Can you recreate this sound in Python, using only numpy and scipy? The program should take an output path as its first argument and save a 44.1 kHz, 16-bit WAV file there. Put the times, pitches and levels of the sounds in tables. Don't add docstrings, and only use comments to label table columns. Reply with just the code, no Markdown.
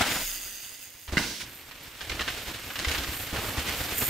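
import sys
import numpy as np
from scipy import signal
from scipy.fft import rfft, irfft, next_fast_len
from scipy.io import wavfile
from scipy.ndimage import map_coordinates

SR = 44100
rng = np.random.default_rng(int(sys.argv[2]) if len(sys.argv) > 2 else 0)


def master(y):
    cut = np.clip(np.atleast_2d(y).T, -1, 1)
    pcm = np.round(cut * 32767)
    wavfile.write(sys.argv[1], SR, pcm.astype(np.int16))


N = 180631
TIME = np.arange(N) / SR
HZ = np.fft.rfftfreq(N, 1 / SR)
PASS_S, TAKE_OFF_S, LANDING_S = 0.023, .24, 1.172
LIFT_S, DIG_RISE_S = 0.083, 0.021


def gain_of(db):
    return 10 ** (np.asarray(db) / 20)


def unit_rms(x):
    return x / np.sqrt(np.mean(x ** 2) + 1e-20)


def at_hz(points, hz):
    f, value = np.transpose(points)
    return np.interp(np.log(hz + 1), np.log(f), value)


def curve(rows):
    return np.interp(TIME, *np.transpose(rows))


def ramp(s, length):
    return np.clip((TIME - s) / length + .5, 0, 1)


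def swell(s, half_length):
    return np.exp(-((TIME - s) / half_length) ** 2)


def add(mix, s, sound):
    part = mix[:, max(round(s * SR), 0):][:, :sound.shape[-1]]
    part += sound[..., :part.shape[1]]


def colour(x, points):
    return irfft(rfft(x) * gain_of(at_hz(points, HZ)), N)


def wobble(hz):
    return unit_rms(irfft(rfft(rng.standard_normal(N)) / (1 + (HZ / hz) ** 4), N))


def grains(per_s, wash):
    sizes = gain_of(4 * np.minimum(rng.exponential(1, N), 3))
    clicks = sizes * (rng.random(N) < per_s / SR)
    return unit_rms(clicks * rng.uniform(-0.82, 1, (2, N))) + wash * rng.standard_normal((2, N))


def resonate(x, rings, wander_hz):
    size = next_fast_len(N)
    spectrum, f, out = np.fft.fft(x, size), np.fft.fftfreq(size, 1 / SR), 0
    for hz, width, db in rings:
        band = np.fft.ifft(spectrum * gain_of(db) / (1 + (2 * (f - hz) / width) ** 4))[:, :N]
        drift = np.interp(TIME, np.linspace(0, TIME[-1], 60), rng.standard_normal(60))
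        out = out + (band * np.exp(2j * np.pi * np.cumsum(wander_hz * drift) / SR)).real
    return unit_rms(out)


def crossfade():
    return ramp(1.452, length=.02)


def first_bike_gain(closest_m=0.86, speed_m_per_s=10.46):
    return (1 - crossfade()) / np.hypot(closest_m, speed_m_per_s * (TIME - PASS_S))


def riders_gain():
    # time in seconds, distance in metres.
    approach = [(1.65, 34.7), (2.3, 12.1), (2.7, 16.2), (3.3, 10.5), (4.05, 7.6)]
    return crossfade() / curve(approach)


def spread(pair):
    # frequency in Hz, correlation of left and right.
    likeness = [(60, .999), (250, .97), (600, .89), (1400, .83), (3100, .62), (6800, .47), (15000, .44)]
    # frequency in Hz, left minus right in dB.
    balance = [(600, 0), (1300, -1.5), (2400, -1.7), (5000, -1.2), (15000, -2.8)]
    mid, side = rfft(pair)
    same, lean = np.clip(at_hz(likeness, HZ), -1, 1), gain_of(at_hz(balance, HZ) / 2)
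    side = side * np.sqrt((1 - same) / (1 + same))
    return irfft(np.array([(mid + side) * lean, (mid - side) / lean]), N)


def forest(x):
    # frequency in Hz, t60 in seconds.
    decay = [(100, 0.35), (500, 0.97), (2000, 0.39), (5000, 0.8), (15000, 0.2)]
    taps = rng.standard_normal((2, SR)) * (rng.random((2, SR)) < 2500 / SR)
    hz, t, bands = signal.stft(taps, SR, nperseg=256)
    envelope = gain_of(-60 * t / at_hz(decay, hz)[:, None]) * (1 - np.exp(-t / 0.0018))
    tail = signal.istft(bands * envelope, SR, nperseg=256)[1]
    return signal.fftconvolve(x[:1], tail / np.linalg.norm(tail[0]), axes=1)[:, :N]


def draught(arrives_s=.25, rise_db_per_s=165, fall_db_per_s=75):
    level_db = -39.5 - np.maximum(rise_db_per_s * (arrives_s - TIME), fall_db_per_s * (TIME - arrives_s))
    flutter_hz = 31 + 4 * wobble(hz=17)
    return gain_of(level_db) * np.sin(2 * np.pi * np.cumsum(flutter_hz) / SR)


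def spray():
    # frequency in Hz, gain in dB.
    patter_eq = [(600, -33), (2000, 0), (3800, 2.5), (5600, 3.5), (7500, -4.5), (11000, -9.5), (15500, -10)]
    thinning = gain_of(-3 * ramp(TAKE_OFF_S + 0.086, length=.15))
    trailing = gain_of(-35.5) * first_bike_gain() * ramp(0.094, length=.15) * thinning
    landing = gain_of(-35) * ramp(LANDING_S, DIG_RISE_S) * swell(LANDING_S, 0.27) * (1 - crossfade())
    return unit_rms(colour(grains(per_s=6900, wash=2.7), patter_eq)) * np.hypot(trailing, landing)


def thuds(earth_hz=68.7):
    # start in seconds, thud level in dB, casing ring against the thud in dB.
    strikes = [(1.083, -33.5, -17), (1.125, -25.5, -5.5), (1.171, -32, 13.5), (1.192, -37, 3),
               (1.431, -48, 3.5), (2.107, -33, -12), (2.206, -36, -10), (2.871, -22.5, -16),
               (2.986, -31.5, -6), (3.086, -28, -4.5), (3.329, -29, 0), (3.578, -25, -22),
               (3.8, -36, -14.5), (3.923, -34.5, 0.5)]
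    # frequency in Hz, level in dB, t60 in seconds.
    modes = [(182, 0.5, 0.04), (245.5, 8.5, 0.019), (260, -13, 0.052)]
    out, t = np.zeros((2, N)), np.arange(8192) / SR
    for s, level_db, casing_db in strikes:
        earth = np.sin(2 * np.pi * earth_hz * t) * (t / 0.0061) * np.exp(1 - t / 0.0062)
        casing = sum(gain_of(db - 60 * t / t60) * np.sin(2 * np.pi * hz * rng.uniform(0.9, 1.05) * t)
                     for hz, db, t60 in modes)
        casing *= 0.93 * gain_of(casing_db) * (1 - np.exp(-t / 0.0015))
        add(out, s, gain_of(level_db) * (earth + casing))
    return out


def frame_ring(t):
    # frequency in Hz, level in dB, t60 in seconds.
    modes = [(1100, -14.5, 0.021), (1450, -3, 0.026), (1620, -4.5, 0.028), (1990, 6, 0.014),
             (2188, -4.5, 0.036), (2720, -5.5, 0.03), (3900, -6, 0.0077)]
    hz, db, t60 = np.transpose(modes)[:, :, None]
    detuned = hz * (1 + .025 * rng.standard_normal(hz.shape))
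    partials = gain_of(db - 60 * t / t60) * np.sin(2 * np.pi * detuned * t)
    return (partials * rng.choice([-1, 1], hz.shape)).sum(0)


def rim_hits():
    # start in seconds, level in dB.
    knocks = [(1.17, -11), (1.175, -15.5), (1.179, -12), (2.210, -30), (2.85, -19), (4.017, -34)]
    out, t = np.zeros((2, N)), np.arange(2048) / SR
    for s, level_db in knocks:
        ring = np.array([frame_ring(t), frame_ring(t)])
        add(out, s, gain_of(level_db) * ring / abs(ring[0]).max())
    return out


def chain_slaps(rattle_s=.017, ticks_per_s=900):
    # start in seconds, relative level in dB, treble tilt in dB per octave.
    slaps = [(0.0112, -4.5, 9), (1.0776, -34.5, -5), (1.1231, -23, 2.5), (1.1733, -14.5, 1),
             (1.2325, -18, 2.5), (1.711, -34, -3), (2.008, -27, -2.5), (2.0957, -19, 1.5),
             (2.1167, -25.5, -4.5), (2.194, -22, -4), (2.2088, -17.5, -0.5), (2.2779, -19, -3.5),
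             (2.5402, -26, 0), (2.703, -28.5, -7), (2.7566, -24, -3), (2.7901, -15.5, 4), (2.847, -20, -2),
             (2.8836, -10, 4.5), (2.9148, -15, 2.5), (2.9481, -21.5, -5), (2.9787, -19, 1.5),
             (3.037, -18, 2.5), (3.1345, -29, -4.5), (3.2813, -40, -1), (3.362, -26.5, -5), (3.674, -21, 3),
             (4.0156, -19.5, 1.5)]
    # frequency in Hz, gain in dB.
    crack_eq = [(200, -11), (700, -7.5), (1500, -1), (2800, 2.5), (4600, -2.5), (7000, -10.5), (11000, -26),
                (15500, -30)]
    cracks, rings, t = np.zeros((2, N)), np.zeros((2, N)), np.arange(4096) / SR
    octaves = np.log2(np.clip(np.fft.rfftfreq(len(t), 1 / SR), 1500, SR) / 2500)
    for s, level_db, tilt in slaps:
        ticks = rng.random(len(t)) < ticks_per_s / SR
        chatter = (ticks + .14) * rng.standard_normal((2, len(t))) * np.exp(-(t / rattle_s) ** 2)
        chatter[:, 16] = 1.2, rng.normal(0, 1)
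        chatter = irfft(rfft(chatter) * gain_of(tilt * octaves))
        chatter *= gain_of(level_db) / np.linalg.norm(chatter[0])
        ring = signal.fftconvolve(chatter, frame_ring(t)[None], axes=1)
        add(cracks, s, chatter)
        add(rings, s, ring / np.linalg.norm(ring[0]) * gain_of(level_db))
    return gain_of(22.0) * colour(cracks, crack_eq) + gain_of(5) * rings


def tyre_envelopes():
    # time in seconds, crunch level in dB,
    # fade in seconds, mud scrub over the crunch in dB.
    digs = [(1.08, -46, 0.1, 1.5), (1.125, -38.5, .06, 3.5), (1.18, -39.5, 0.078, 4.5),
            (1.406, -34, 0.022, -13), (1.432, -48.5, 0.013, 8), (1.47, -59, 0.11, -8),
            (2.01, -46.5, 0.07, -3), (2.1, -46.5, 0.17, 4), (2.2, -39, 0.026, 0), (2.285, -41.5, 0.23, -7),
            (2.47, -44.5, 0.07, 3), (2.789, -36.5, 0.093, -3), (2.872, -35.5, 0.21, -2.5),
            (3.328, -40, 0.33, 5), (3.573, -35, .08, -3.5), (3.664, -35.5, 0.18, -1),
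            (3.794, -40, 0.032, 0.5), (3.915, -30.5, 0.019, 0), (4.015, -33, 0.016, 5)]
    first_db, take_off_db, riders_db = (-45.5, -37.5, -31.5), (-3, -6, -8.5), (-27.5, -26, -21)
    lifted = ramp(TAKE_OFF_S, LIFT_S)
    rolling = [gain_of(first + drop * lifted) * first_bike_gain() + gain_of(riders) * riders_gain()
               for first, drop, riders in zip(first_db, take_off_db, riders_db)]
    power = np.square(rolling)
    for s, db, fade_s, mud_db in digs:
        press = ramp(s, DIG_RISE_S) * np.exp(-np.maximum(TIME - s, 0) / fade_s)
        power += np.outer(gain_of([db + mud_db - 5.5, db + mud_db, db]), press) ** 2
    return np.sqrt(power)


def tyres():
    # frequency in Hz, gain in dB.
    rumble_eq = [(15, -14), (28, -5), (45, 5), (70, 4), (100, 3.5), (130, 1.5), (170, -16), (260, -29),
                 (500, -31)]
    scrub_eq = [(90, -9), (150, -4.5), (215, -1), (280, 3.5), (390, -1.5), (530, -1), (900, -3.5),
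                (1400, -6), (2500, -23), (6000, -42)]
    crunch_eq = [(300, -42), (900, -11.5), (1500, -1), (2100, 1), (3000, 0), (4500, -4), (6200, -8),
                 (8500, -11), (11000, -15.5), (15500, -19.5)]
    # centre in Hz, width in Hz, gain in dB.
    roar_rings = [(249, 190, 3), (605, 280, 2.5), (860, 340, 5), (1520, 610, 4)]
    bumps = wobble(hz=40.4)
    rumble_gain, scrub_gain, crunch_gain = tyre_envelopes()
    rumble = unit_rms(colour(rng.standard_normal((2, N)), rumble_eq))
    rumble *= rumble_gain * gain_of(4.0 * bumps)
    scrub = unit_rms(colour(grains(per_s=900, wash=1.48), scrub_eq))
    scrub *= scrub_gain * gain_of(1.76 * bumps)
    crunch = unit_rms(colour(grains(per_s=1500, wash=1.6), crunch_eq))
    crunch *= crunch_gain * gain_of(1.8 + 1.24 * bumps)
    passing = gain_of(-29.5) * swell(PASS_S + .004, half_length=.03)
    run_up = gain_of(-37.5) * (1 - ramp(TAKE_OFF_S - .02, LIFT_S))
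    roar = resonate(grains(per_s=620, wash=0.46), roar_rings, wander_hz=29.7)
    roar *= (passing + run_up) * gain_of(bumps)
    return rumble + scrub + crunch + roar


def freehub(clicks_per_s, rings, blur, snap, wander_hz):
    teeth = np.cumsum(clicks_per_s * (1 + .008 * wobble(hz=30))) / SR
    force = gain_of(1.5 * wobble(hz=90))
    clicks = unit_rms(np.diff(np.floor(teeth), prepend=0)) * force
    clicks = np.array([clicks, np.roll(clicks, SR // 1100)])
    bursts = unit_rms(np.exp(-(teeth % 1) / .13)) * force
    chatter = (bursts + blur) * rng.standard_normal((2, N))
    buzz = resonate(snap * clicks + chatter, rings, wander_hz)
    return buzz * gain_of(wobble(hz=12.5))


def jump_hub():
    # time in seconds, pawl clicks per second before the pitch slide.
    wheel_speed = [(0, 158), (.24, 190), (.33, 174), (.45, 201), (.6, 203), (.72, 195), (.82, 196),
                   (.95, 167)]
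    # centre in Hz, width in Hz, gain in dB.
    rings = [(1580, 610, -3), (1995, 200, 4), (2710, 710, 3.5), (3460, 540, 1), (4720, 730, 4.5),
             (6420, 760, 7), (7870, 3200, -1.5), (11170, 2900, -5), (13540, 1600, -2), (15500, 2300, -2.5)]
    # time in seconds, shelf gain in dB.
    shelf = [(.25, 6.5), (.65, 2.5), (1.15, 8), (1.45, -7)]
    # time in seconds, pitch ratio.
    slide = [(.15, 1.08), (.3, 1.015), (.58, 1), (.74, 1.03)]
    buzz = freehub(curve(wheel_speed), rings, blur=2.4, snap=1.04, wander_hz=45.27)
    treble = colour(buzz, [(6500, -40), (9000, -4), (12000, 0)])
    buzz += treble * (gain_of(curve(shelf)) - 1)
    playhead = np.cumsum(curve(slide))
    buzz = np.array([map_coordinates(channel, [playhead], order=3) for channel in buzz])
    lip_db = -6 * ramp(0.88, length=0.095)
    return buzz * gain_of(-27.5 + lip_db) * first_bike_gain() * ramp(.14, length=0.23)


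def trail_hubs():
    # centre in Hz, width in Hz, gain in dB.
    rings = [(7100, 740, -11.5), (8670, 2700, -12.5), (11170, 3100, -15), (13640, 1000, -5.5),
             (13100, 2200, -7), (15000, 1600, -14.5)]
    # middle in seconds, level in dB, half length in seconds.
    coasts = [(1.55, -52.5, 0.12), (1.84, -51, 0.017), (2.72, -49.5, 0.087), (2.946, -42, 0.073),
              (3.184, -40.5, 0.11), (3.478, -41, 0.064), (3.816, -41, 0.088), (3.985, -29, 0.0095),
              (4.06, -32, 0.13)]
    clicks_per_s = 245 * (1 + .05 * wobble(hz=2))
    sizzle = freehub(clicks_per_s, rings, blur=4.8, snap=0.82, wander_hz=130)
    coast_power = sum((gain_of(db) * swell(s, half_length)) ** 2 for s, db, half_length in coasts)
    return sizzle * np.sqrt((gain_of(-27.5) * riders_gain()) ** 2 + coast_power)


def scene():
    rattle, wheels = chain_slaps() + rim_hits(), thuds()
    echoes = forest(gain_of(-8.5) * rattle + gain_of(-8) * wheels)
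    bikes = spread(tyres() + spray() + jump_hub() + trail_hubs() + rattle + echoes)
    crossing_db = curve([(0, 2.2), (.55, -1.6)])
    pan_db = crossing_db * (1 - crossfade()) - .3 * crossfade()
    bass = colour(bikes, [(120, 0), (500, -30)])
    return (bikes - bass) * gain_of(np.outer([.5, -.5], pan_db)) + bass + wheels + draught()


def record(dry):
    lowpass = signal.firwin(801, 15720, window=("kaiser", 9), fs=SR)
    return signal.oaconvolve(dry, lowpass[None], "same")


dry = scene()
out = record(dry)
master(out)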